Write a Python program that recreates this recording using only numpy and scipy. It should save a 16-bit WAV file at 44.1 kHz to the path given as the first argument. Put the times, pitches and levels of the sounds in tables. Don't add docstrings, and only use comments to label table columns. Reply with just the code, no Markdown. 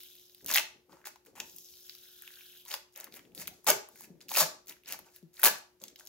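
import sys
import numpy as np
from scipy import signal
from scipy.fft import rfft, irfft, next_fast_len
from scipy.io import wavfile

SR = 44100
rng = np.random.default_rng(int(sys.argv[2]) if len(sys.argv) > 2 else 0)


def natural_amplitude(level_db):
    exponent = np.asarray(level_db, float) / 20
    return 10 ** exponent


def wav_out(sig):
    wavfile.write(sys.argv[1], SR, np.round(np.clip(np.atleast_2d(sig).T, -1, 1) * 32767).astype(np.int16))


N = 268304


def rms_one(x):
    return x / np.sqrt(np.mean(x ** 2) + 1e-20)


def at_hz(points, hz):
    table_hz, values = np.array(points).T
    return np.interp(np.log(np.maximum(hz, 1)), np.log(table_hz), values)


def band(x, low_hz, high_hz):
    edges_hz = [low_hz, min(high_hz, .45 * SR)]
    return signal.sosfilt(signal.butter(2, edges_hz, "band", fs=SR, output="sos"), x)


def resonance(x, hz, width_hz):
    r = np.exp(-np.pi * width_hz / SR)
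    poles = [1, -2 * r * np.cos(2 * np.pi * hz / SR), r * r]
    return signal.lfilter([(1 - r * r) / 2, 0, (r * r - 1) / 2], poles, x)


def shaped(x, gain):
    size = next_fast_len(x.shape[-1] + 4096)
    hz = np.arange(size // 2 + 1) * SR / size
    return irfft(rfft(x, size) * gain(hz), size)[..., :x.shape[-1]]


def drift(rate):
    r = np.exp(-2 * np.pi * rate / SR)
    return rms_one(signal.lfilter([1], [1, -2 * r, r * r], rng.standard_normal(N + SR))[SR:])


def stroke(start, rise, fall, rise_db, fall_db, in_s, out_s):
    t = np.arange(N) / SR - start
    on = np.clip(t / in_s, 0, 1) * np.clip((rise + fall - t) / out_s, 0, 1)
    span = on > 0
    on[span] *= natural_amplitude(np.interp(t[span], [0, rise, rise + fall], [-rise_db, 0, -fall_db]))
    return on, np.clip(t / (rise + fall), 0, 1)


def two_ports(length):
    # frequency in Hz, share common to both ports.
    likeness = [(300, 0.73), (2000, 0.85), (5000, 0.71), (12000, 0.3)]
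    alike = lambda hz: np.clip(at_hz(likeness, hz), 0, 1)
    mid, side = rng.standard_normal((2, length))
    mid = shaped(mid, lambda hz: np.sqrt((1 + alike(hz)) / 2))
    side = shaped(side, lambda hz: np.sqrt((1 - alike(hz)) / 2))
    return np.array([mid + side, mid - side])


def breaks(per_s, spread_db, clump_db):
    born = rng.random(N) < per_s * natural_amplitude(clump_db * drift(60)) / SR
    return born * natural_amplitude(spread_db * np.minimum(rng.exponential(1, N), 4))


def grains(per_s, spread_db, clump_db, smooth_db):
    fade = np.exp(-1 / (0.00021 * SR))
    puffs = rms_one(signal.lfilter([1], [1, -fade], breaks(per_s, spread_db, clump_db) + 1e-18))
    return (puffs + natural_amplitude(smooth_db)) * two_ports(N)


def panel(x, ring_db):
    # frequency in Hz, width in Hz, level in dB.
    panel_modes = [(389, 14, -4), (480, 45, -0.5), (550, 52, -3), (615.7, 32, 5.5), (861, 79, -2),
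                   (965, 38, 2.5), (1171, 34, -2), (1315, 55, 0), (1523, 69, -1), (1680, 45, 0.5)]
    pull = x.mean(axis=0)
    ring = 0
    for k, (hz, width_hz, db) in enumerate(panel_modes):
        ring = ring + (-1) ** k * natural_amplitude(db) * resonance(pull, hz, width_hz)
    return natural_amplitude(ring_db) * ring


def background():
    # frequency in Hz, rms level in dB.
    hum_lines = [
        (360.2, -73.5),
        (119, -88.5),
        (241, -92),
    ]
    # frequency in Hz, density in dB per Hz.
    rumble_density = [(20, -32), (40, -19.5), (65, -4), (110, -20), (170, -13), (250, -17.5), (500, -18.5),
                      (1000, -31.5), (2000, -35), (4000, -45)]
    rumble_db, hiss_db = -76, -80
    balance = natural_amplitude(np.array([[1.5], [-1.5]]))
    t = np.arange(N) / SR
    hum = 0
    for hz, db in hum_lines:
        hum = hum + np.sqrt(2) * natural_amplitude(db + 0.67 * drift(7.5)) * np.sin(2 * np.pi * hz * t)
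    mid, side = rng.standard_normal((2, N))
    air = np.array([mid + .45 * side, mid - .45 * side]) * balance
    rumble = rms_one(shaped(air, lambda hz: natural_amplitude(at_hz(rumble_density, hz))))
    return hum * balance + natural_amplitude(rumble_db) * rumble + natural_amplitude(hiss_db) * rng.standard_normal((2, N))


def room(x):
    # frequency in Hz, 60 dB decay in s.
    decay_times = [(200, 0.13), (400, 0.24), (700, 0.37), (2000, 0.31), (5000, 0.33), (9000, 0.28),
                   (14000, 0.19)]
    # frequency in Hz, level against the direct sound in dB.
    echo_levels = [(200, -5.5), (400, -3), (700, -3), (2000, -2), (5000, -2), (14000, -6)]
    t = np.arange(SR // 2) / SR
    edges_hz = 100 * 2 ** np.arange(0, 7.6, .5)
    white = rng.standard_normal((2, 3, 2, len(t)))
    echo = 0
    for k, (low, high) in enumerate(zip(edges_hz, edges_hz[1:])):
        centre_hz = np.sqrt(low * high)
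        t60 = at_hz(decay_times, centre_hz)
        energy_one = np.sqrt(6 * np.log(10) / (t60 * SR))
        dying = band(white[k % 2], low, high) * natural_amplitude(-60 * t / t60)
        echo = echo + natural_amplitude(at_hz(echo_levels, centre_hz)) * energy_one * dying
    echo = echo * np.clip((t - .003) / 0.0015, 0, 1)
    phase = np.arange(N) / 1200 + np.arange(3)[:, None, None] / 3
    spot = np.cos(np.pi * phase) * np.sqrt(2 / 3)
    return signal.fftconvolve(x * spot, echo, axes=2).sum(axis=0)[:, :N]


def hands():
    # start in seconds, rise in seconds, fall in seconds, peak in dB, deep thump relative in dB.
    rubs = [(0.414, 0.073, 0.25, -65.5, -2), (.7, 0.072, 0.1, -69.5, -18.5), (.88, .01, 0.37, -73, -24.5),
            (1.25, 0.15, 0.28, -72, -5), (3.0, 0.1, 0.6, -74.5, -28), (3.288, 0.17, 0.24, -75.5, 4.5),
            (3.66, 0.032, 0.17, -48.5, -27), (3.88, 0.43, 0.069, -68.5, -25),
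            (4.3, 0.19, 0.2, -66.5, -17.5), (4.66, 0.034, 0.13, -65, -22.5),
            (4.85, 0.097, 0.23, -69.5, -7.5), (5.422, 0.019, 0.19, -52, -32),
            (5.809, 0.011, 0.22, -67.5, -26), (1.5, 0.091, .08, -79, -16.5)]
    murmur = rms_one(band(band(rng.standard_normal(N), 130, 450), 60, 800)) * natural_amplitude(3.5 * drift(20))
    mid, side = band(rng.standard_normal((2, N)), 50, 110)
    deep = rms_one(np.array([mid + 0.54 * side, mid - .45 * side]))
    out = 0
    for start, rise, fall, db, deep_db in rubs:
        on, _ = stroke(start, rise, fall, rise_db=9.5, fall_db=10.5, in_s=0.01, out_s=0.25)
        out = out + on * natural_amplitude(db + 6.5) * (murmur + natural_amplitude(deep_db - 1.5) * deep)
    return out


def bumps():
    # start in seconds, peak in dB, ring frequency in Hz.
    pushes = [
        (3.385, -58, 172),
        (3.467, -58.5, 165.3),
        (3.675, -48.5, 195),
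        (4.101, -45.5, 182),
        (4.412, -41.5, 172.4),
        (5.227, -48, 176),
        (5.438, -48.5, 188),
    ]
    t = np.arange(8820) / SR
    swell_and_decay = (1 - np.exp(-t / 0.0033)) * np.exp(-t / 0.026)
    out = np.zeros(N + 8820)
    for s, db, hz in pushes:
        turn = 2 * np.pi * np.cumsum(hz * (.93 + 0.62 * np.exp(-t / 0.0051))) / SR
        ring = np.sin(turn) + 0.38 * np.sin(2 * turn)
        out[round(s * SR):][:8820] += natural_amplitude(db + 2.5) * ring * swell_and_decay
    return out[:N]


def booms():
    # start in seconds, peak in dB, frequency in Hz, decay in seconds.
    wall_booms = [(3.709, -36, 392, .04), (3.689, -34, 616, .02), (5.813, -56, 535, .022),
                  (1.267, -60.5, 455, .022), (1.371, -53, 805, .016), (2.656, -60, 985, .016),
                  (3.388, -51, 181, .032), (3.479, -53.5, 171, .022), (4.396, -35, 612, .028),
                  (5.448, -32, 616, .018), (4.036, -59, 212, .028), (3.506, -61, 722, .028),
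                  (2.965, -60, 560, .025), (1.545, -64, 180, .03), (4.413, -32, 950, .012),
                  (1.425, -58, 900, .025)]
    second_ratio, second_share, rise_s = 1.11, 0.53, 0.0036
    t = np.arange(13230) / SR
    out = np.zeros(N + 13230)
    for s, db, hz, decay in wall_booms:
        pair = np.sin(2 * np.pi * hz * t) + second_share * np.sin(2 * np.pi * hz * second_ratio * t)
        out[round(s * SR):][:13230] += natural_amplitude(db) * pair * (1 - np.exp(-t / rise_s)) * np.exp(-t / decay)
    return out[:N]


def creeping():
    # time in seconds, crackle in dB, crackle centre in Hz,
    # hollow tick relative in dB.
    creep_pulls = [
        [(0.0, -61, 3270, -20), (0.388, -74, 4900, -31), (0.45, -62, 5840, -14)],
        [(1.46, -64.5, 5420, -12.5), (1.578, -63.5, 6700, -38), (1.86, -64, 4900, -19),
         (1.97, -64.5, 4300, -16), (2.298, -63.5, 3210, -5.5), (2.65, -63, 3090, -23)],
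    ]
    pocket_hz = 1530
    t = np.arange(N) / SR
    rows = np.concatenate(creep_pulls)
    db, centre_hz, hollow_db = (np.interp(t, rows[:, 0], column) for column in rows[:, 1:].T)
    on = 0
    for pull in creep_pulls:
        first_s, last_s = pull[0][0], pull[-1][0]
        on = on + np.clip((t - first_s) / 0.093 + 1, 0, 1) * np.clip((last_s - t) / 0.048, 0, 1)

    fine = grains(per_s=580, spread_db=-0.5, clump_db=3.5, smooth_db=3.5)
    dealt = rng.integers(0, 10, N // 24 + 1).repeat(24)[:N]
    crackle = 0
    for k, hz in enumerate(np.geomspace(2400, 7400, 10)):
        near = natural_amplitude(-np.minimum(12.0 * np.log2(hz / centre_hz) ** 2, 12.0))
        crackle = crackle + near * resonance(fine * (dealt == k), hz, .12 * hz) / np.sqrt(hz)
    rustle = rms_one(band(fine, 5200, 11000))
    crackle = band(rms_one(crackle) + natural_amplitude(-3.5) * rustle, 3000, 7600)
    crackle = crackle - 0.61 * resonance(crackle, 4420, 700)

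    ticks = grains(per_s=70, spread_db=2, clump_db=3, smooth_db=-3)
    hollow = band(resonance(resonance(ticks, pocket_hz, 420), pocket_hz, 600), 1250, 1900)
    fizz = band(band(fine, 11000, 17000), 9200, 17000)
    mix = rms_one(crackle) + natural_amplitude(hollow_db) * rms_one(hollow) + natural_amplitude(1.5) * rms_one(fizz)
    return on * natural_amplitude(db - 0.5) * mix


def peeling():
    # start in seconds, rise in seconds, fall in seconds, peak in dB,
    # brightness in dB.
    rip_pulls = [(.537, 0.052, 0.02, -38.5, -1), (1.05, 0.014, 0.036, -49.5, -3),
                 (2.957, 0.0053, 0.13, -53.5, -9), (3.47, 0.0093, 0.019, -50, -4.5),
                 (3.666, 0.024, 0.032, -27, -2), (4.205, 0.0033, 0.038, -61, -2),
                 (4.368, 0.041, 0.035, -31.5, 0.5), (4.42, .005, 0.04, -43, -1.5),
                 (.49, 0.026, .02, -46.5, -3.5), (5.437, .022, 0.029, -27, -0.5),
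                 (2.698, 0.034, 0.045, -45, -4), (4.872, 0.04, 0.038, -48.5, -3),
                 (4.922, 0.0042, 0.04, -48, -3.5), (1.352, .035, .05, -50, -9)]
    swell_pulls = [(.458, 0.027, 0.07, -43.5, 0), (2.64, 0.042, 0.034, -54.5, 2.5),
                   (2.93, 0.012, 0.0025, -64.5, 9.5), (3.11, 0.047, 0.043, -52, -2),
                   (3.345, 0.059, 0.042, -48.5, 3), (3.63, 0.029, 0.01, -64, 3.5),
                   (3.9, 0.14, 0.023, -55.5, 4), (4.283, 0.091, 0.0027, -34, 3.5),
                   (4.668, 0.021, 0.05, -51, -1.5), (4.83, 0.042, 0.0092, -54.5, -9),
                   (5.1, 0.057, 0.052, -63, 2), (5.33, 0.1, 0.0058, -48, 0.5), (5.797, 0.027, 0.12, -64, 1)]
    rustle_pulls = [
        (.893, 0.036, 0.21, -68.5, 2.4),
        (1.25, 0.015, 0.081, -69.5, 7.1),
        (3.52, 0.0074, 0.19, -74, 11),
        (5.05, 0.009, 0.12, -70, 4.6),
        (5.975, 0.014, 0.22, -70, 9.2),
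        (3.2, .01, 0.31, -79, 7),
    ]
    # rise in dB, fall in dB, panel ring in dB, glue in dB, top fizz relative in dB,
    # brightness lost over the pull in dB.
    rip_kind = (3.4, 3.8, 0.56, 8.6, 6.8, 2.2)
    swell_kind = (25.5, 2.5, -2, 4.5, 5, 9.5)
    rustle_kind = (8.7, 26, 22.3, 4.5, 1.8, 0.1)
    kinds = [(rip_pulls, rip_kind), (swell_pulls, swell_kind), (rustle_pulls, rustle_kind)]

    tear = grains(per_s=1100, spread_db=0.5, clump_db=2.5, smooth_db=-2)
    tug = band(tear, 400, 1600)
    film = band(tear, 1400, 2900)
    glue = band(tear + 0.64 * resonance(tear, 6860, 700), 3400, 9000)
    fizz = band(band(tear, 10000, 17000), 9000, 25000)
    levels = np.zeros((4, N))
    for pulls, (rise_db, fall_db, ring_db, glue_db, fizz_db, dulls_db) in kinds:
        for start, rise, fall, db, bright_db in pulls:
            on, done = stroke(start, rise, fall, rise_db, fall_db, in_s=0.0023, out_s=0.59 * fall)
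            span = on > 0
            bright = bright_db + dulls_db * (.5 - done[span])
            tug_db = ring_db - 0.42 * bright + 0.35 * (db + 42.0)
            parts_db = np.array([tug_db, 0 * bright, glue_db + bright, fizz_db + bright])
            levels[:, span] += on[span] * natural_amplitude(db - 7.5 + parts_db)
    parts = [tug, film, glue, fizz]
    tug, *airborne = [level * rms_one(part) for level, part in zip(levels, parts)]
    return natural_amplitude(-4.5) * tug + panel(tug, 2.1) + sum(airborne)


def snaps():
    # start in seconds, peak in dB, bright crack relative in dB.
    panel_snaps = [(.5177, -30.5, -3.5), (5.838, -47.5, -5), (1.071, -34.5, 4), (1.1585, -48, -4),
                   (3.644, -58.5, 16), (3.6672, -24, -0.5), (3.6744, -27, -9), (3.6841, -27, -2),
                   (3.8879, -51.5, 9), (4.0078, -50, 13), (4.3085, -40, 0), (4.316, -30, 3),
                   (4.372, -24.5, 4), (4.3838, -24.5, 11), (4.3955, -36, 7), (4.418, -21, 4.5),
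                   (5.4388, -15, 6.5), (5.4468, -23, 16), (.8945, -57.5, -22), (.9285, -49, -24),
                   (.969, -55, -14), (1.004, -62, -16), (1.354, -55, -4), (1.378, -48.5, -21.5),
                   (5.812, -63, -23), (5.83, -59, -23), (2.659, -60, -5.5), (3.0745, -48.5, -14),
                   (3.6765, -30.5, 6), (3.729, -33.5, 3.5), (4.4055, -18.5, 7.5), (4.944, -48, -2),
                   (4.99, -43.5, 7.5), (5.535, -49, -0.5), (5.504, -46, 3), (3.695, -25, 1),
                   (2.7402, -36, -5), (2.69, -54, -5), (4.4255, -29, -3), (4.46, -36, -5)]
    pocket_snaps = [(.5024, -27, -1), (.5586, -16, 0.5), (1.0418, -51, -40), (1.056, -39.5, -3),
                    (1.2616, -59, 7.5), (2.2214, -50.5, 12), (2.305, -51, -1), (2.393, -58, -8),
                    (6.008, -49, -11), (2.537, -61, -29), (3.0692, -48.5, -10), (3.1517, -58, 16),
                    (3.1702, -54, 8), (3.9575, -52.5, 7.5), (5.3938, -40.5, 2), (5.3969, -46.5, 14),
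                    (5.4318, -19.5, 9), (5.4557, -13, 7), (1.015, -60.5, -18), (.531, -34, 2),
                    (.6005, -32, -6), (.6105, -41, -6), (1.887, -64, -10), (1.93, -63, -10),
                    (2.055, -61, -5), (3.081, -59, -15), (3.193, -45.5, -2), (4.767, -57.5, -1.5),
                    (4.8755, -48, 1), (5.379, -51.5, -6), (5.5125, -35, 3), (5.556, -39, -5),
                    (3.4205, -39, 0), (2.7398, -31, 0), (2.277, -50, -8), (.454, -56, -8), (.408, -62, -8)]
    flap_snaps = [(.4833, -38, 5), (.4916, -32.5, 2.5), (.5736, -13.5, -8), (.5827, -14.5, -6),
                  (1.2668, -56, 2), (1.4001, -34.5, 0.5), (1.4024, -32.5, -3), (2.2767, -40, -3),
                  (2.4083, -46.5, -6), (2.71, -34, -2), (2.9508, -61, 6), (2.9556, -54, -6),
                  (3.2513, -55, -4), (3.3197, -63, 0), (3.4135, -41.5, 1.5), (3.4555, -49.5, -3.5),
                  (3.4778, -34, 6.5), (3.7133, -22.5, -7), (4.2835, -46, -0.5), (4.3385, -37, 6.5),
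                  (4.3517, -26, -4), (4.7077, -48, 2), (4.7233, -46, 2), (4.8354, -58.5, 2),
                  (4.8932, -41.5, -2), (5.4735, -20.5, 4), (.5565, -22, 0), (.569, -25, -4), (.58, -21, -4),
                  (.596, -26, -5), (4.043, -50.5, -3), (5.4333, -21, 6), (5.4472, -19, 3),
                  (5.4685, -22.5, -3), (4.3818, -23.5, 4), (4.3624, -26, -2), (3.6895, -28, 1.5),
                  (2.716, -36, 1), (4.206, -56.5, -2.5), (4.877, -44, 0), (4.883, -44, 0), (4.9, -43, 0),
                  (4.907, -42, 0), (4.914, -43, 0), (4.9245, -36, 0), (5.046, -60, -4), (5.086, -58, -4)]
    film_snaps = [(.0337, -45.5, 6), (.347, -49.5, 5), (.4666, -44.5, 7.5), (.9215, -57, -7),
                  (.5516, -18.5, -4), (1.5626, -55, 20), (1.8953, -34.5, -5.5), (1.9505, -43.5, 1),
                  (2.3382, -47, -4), (2.6612, -45, -5), (2.7139, -32, -4), (2.74, -27, 2),
                  (3.0008, -45, 11), (3.1234, -45.5, -3), (3.1404, -42.5, 5.5), (3.3774, -37, -1),
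                  (4.2134, -45, -14), (4.2914, -34.5, 0), (4.8593, -45, -12.5), (5.1618, -48, 8),
                  (5.369, -46.5, -19.5), (5.9591, -43.5, -2.5), (.1, -54, 1), (.153, -51, 4),
                  (.196, -56, 8), (.296, -51.5, 1), (.38, -56.5, 4), (1.686, -52.5, -13),
                  (1.724, -59.5, -8), (2.463, -49, 0), (2.652, -47, 4), (2.7275, -36, -8),
                  (2.745, -47, -3.5), (4.3675, -29.5, 1.5), (4.3918, -20, 0), (4.6975, -42, -2),
                  (4.848, -58, -10.5), (4.87, -51.5, -15), (5.545, -42, -6), (.525, -26, 3),
                  (.0045, -45.5, 2), (.0107, -52, 1.5), (.0462, -60, -4.5), (.1762, -57, -1.5),
                  (.407, -61, 3), (.413, -55, 0), (1.2503, -63, 8), (1.3614, -54.5, -1.5),
                  (1.5714, -62, 8.5), (1.7373, -51.5, -4.5), (1.7707, -56.5, -4.5), (1.7948, -61, -6),
                  (2.1293, -56, -5), (2.2496, -54, -4.5), (2.357, -50, -3), (2.559, -54, -1),
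                  (2.574, -56.5, -1), (3.1173, -61, 1), (4.4, -25.5, 3.5), (5.4593, -23, 3)]
    glue_snaps = [(.4452, -47.5, 10), (.4616, -34.5, 7.5), (1.4015, -25.5, -11), (.5132, -20.5, 2),
                  (.5383, -18, 2.5), (.545, -16, 1.5), (1.4965, -45, -31), (1.5842, -37, 2.5),
                  (2.681, -50, 6), (2.9599, -40.5, 3), (2.9749, -51, 14), (3.0085, -34.5, -18),
                  (3.0427, -36.5, 6), (3.349, -43.5, 7.5), (3.4732, -32, 3), (3.7015, -13, 6),
                  (4.3616, -24.5, 5), (4.3953, -21.5, -0.5), (4.4108, -20.5, 0.5), (4.6708, -47.5, 5),
                  (4.6823, -40, -1.5), (4.6941, -39.5, 4), (4.881, -40, -2), (4.9233, -27.5, 7),
                  (5.4573, -15, -3), (5.8164, -39, -9.5), (5.8382, -32.5, -1.5), (5.8815, -37.5, -8),
                  (5.99, -44.5, -10), (6.0721, -39, -0.5), (.473, -35.5, 1), (.5565, -28, 3.5),
                  (.564, -24, 9.5), (2.689, -47.5, 2), (4.398, -20.5, 1), (3.162, -43, 1.5),
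                  (4.4167, -19, -3), (4.3465, -27.5, 0.5), (4.355, -34, 3), (4.3872, -20, 1.5),
                  (4.4053, -18.5, -3), (4.934, -36, 3), (4.8873, -40, 3.5), (5.463, -18, 8),
                  (5.482, -20.5, 7.5), (5.5843, -50.5, 10), (5.801, -54.5, -9.5), (5.807, -61, -10),
                  (5.8225, -58, 8), (5.9, -58, -8), (5.9965, -42.5, -5), (5.9995, -48, 4), (6.018, -63, 3),
                  (6.044, -62, 2), (6.0525, -60, 14), (6.063, -48, 2), (5.341, -57, 7.5), (5.417, -40, 8),
                  (2.9249, -60, 4), (5.1462, -59, -1.5), (5.2273, -61, 0), (4.6596, -61, 6)]
    pitched = [(panel_snaps, 930), (pocket_snaps, 1635), (flap_snaps, 2630), (film_snaps, 4200),
               (glue_snaps, 6800)]
    rise_s, burst_s, after_s, after_share = .0004, .0007, 0.0055, 0.15
    length = 882
    t = np.arange(length) / SR
    envelope = (1 - np.exp(-t / rise_s)) * (np.exp(-t / burst_s) + after_share * np.exp(-t / after_s))
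    click = 2.2 * (t == 9 / SR)
    peak_one = lambda x: x / np.abs(x).max(axis=(1, 2), keepdims=True)
    spread_one = lambda x: x / x.std(axis=(1, 2), keepdims=True)
    out = np.zeros((2, N + length))
    for rows, hz in pitched:
        s, db, crack_db = np.transpose(rows)[..., None, None]
        noise = two_ports(len(rows) * length).reshape(2, len(rows), length).swapaxes(0, 1)
        puff = noise * envelope
        ring = spread_one(resonance(resonance(puff + click, hz, 0.35 * hz), hz, .8 * hz))
        broad_db = 3.5 + 0.43 * np.minimum(crack_db, 0) + .2 * np.minimum(db + 30.0, 0)
        body = ring + natural_amplitude(broad_db) * spread_one(band(puff, 0.47 * hz, 8900))
        crack = peak_one(band(puff, 8100, 17000))
        ones = natural_amplitude(db + 2.5) * (peak_one(body) + natural_amplitude(crack_db) * crack)
        for start, one in zip(np.round(s.ravel() * SR).astype(int), ones):
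            out[:, start:start + length] += one
    out = out[:, :N]
    return out + panel(out, -14)


def scene():
    # frequency in Hz, phase by which left leads in radians.
    port_lead = [(200, 0), (2400, 0.67), (3400, 0.88), (4700, 1.67), (7000, 1.25), (15000, 2.5)]
    # frequency in Hz, left minus right in dB.
    port_balance = [(60, 2), (110, 1), (200, 6), (380, 2.5), (700, 3.5), (1290, 4), (2380, 1), (4400, 1),
                    (8120, 3), (15000, 0.5)]
    cracks = snaps()
    spread = peeling() + creeping()
    touch = bumps() + booms() + hands()
    dry = spread + cracks + touch
    sent = spread + touch + natural_amplitude(-4.5) * cracks
    ear = np.array([[.5], [-.5]])
    to_ports = lambda hz: natural_amplitude(ear * at_hz(port_balance, hz)) * np.exp(1j * ear * at_hz(port_lead, hz))
    direct = shaped(dry, to_ports)
    return direct + room(sent.mean(axis=0)) * natural_amplitude(ear * 0.7) + background()


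def top_cut(x):
    return signal.sosfilt(signal.butter(12, 17120, fs=SR, output="sos"), x)


def record(dry):
    # frequency in Hz, gain in dB.
    colour = [(60, -4.5), (300, 0.5), (1000, 2), (2700, 4), (5200, 3.5), (6600, 2), (7500, -0.5),
              (8500, -3.5), (10500, 3.5), (13000, 5), (15500, 4)]
    cutoff_hz = 15800
    x = shaped(dry, lambda hz: natural_amplitude(at_hz(colour, hz)))
    x = .8 * np.tanh(x / .8)
    x = shaped(x, lambda hz: natural_amplitude(-45 * np.clip((hz - cutoff_hz) / 200, 0, 1)))
    return top_cut(x)


dry = scene()
out = record(dry)
wav_out(out)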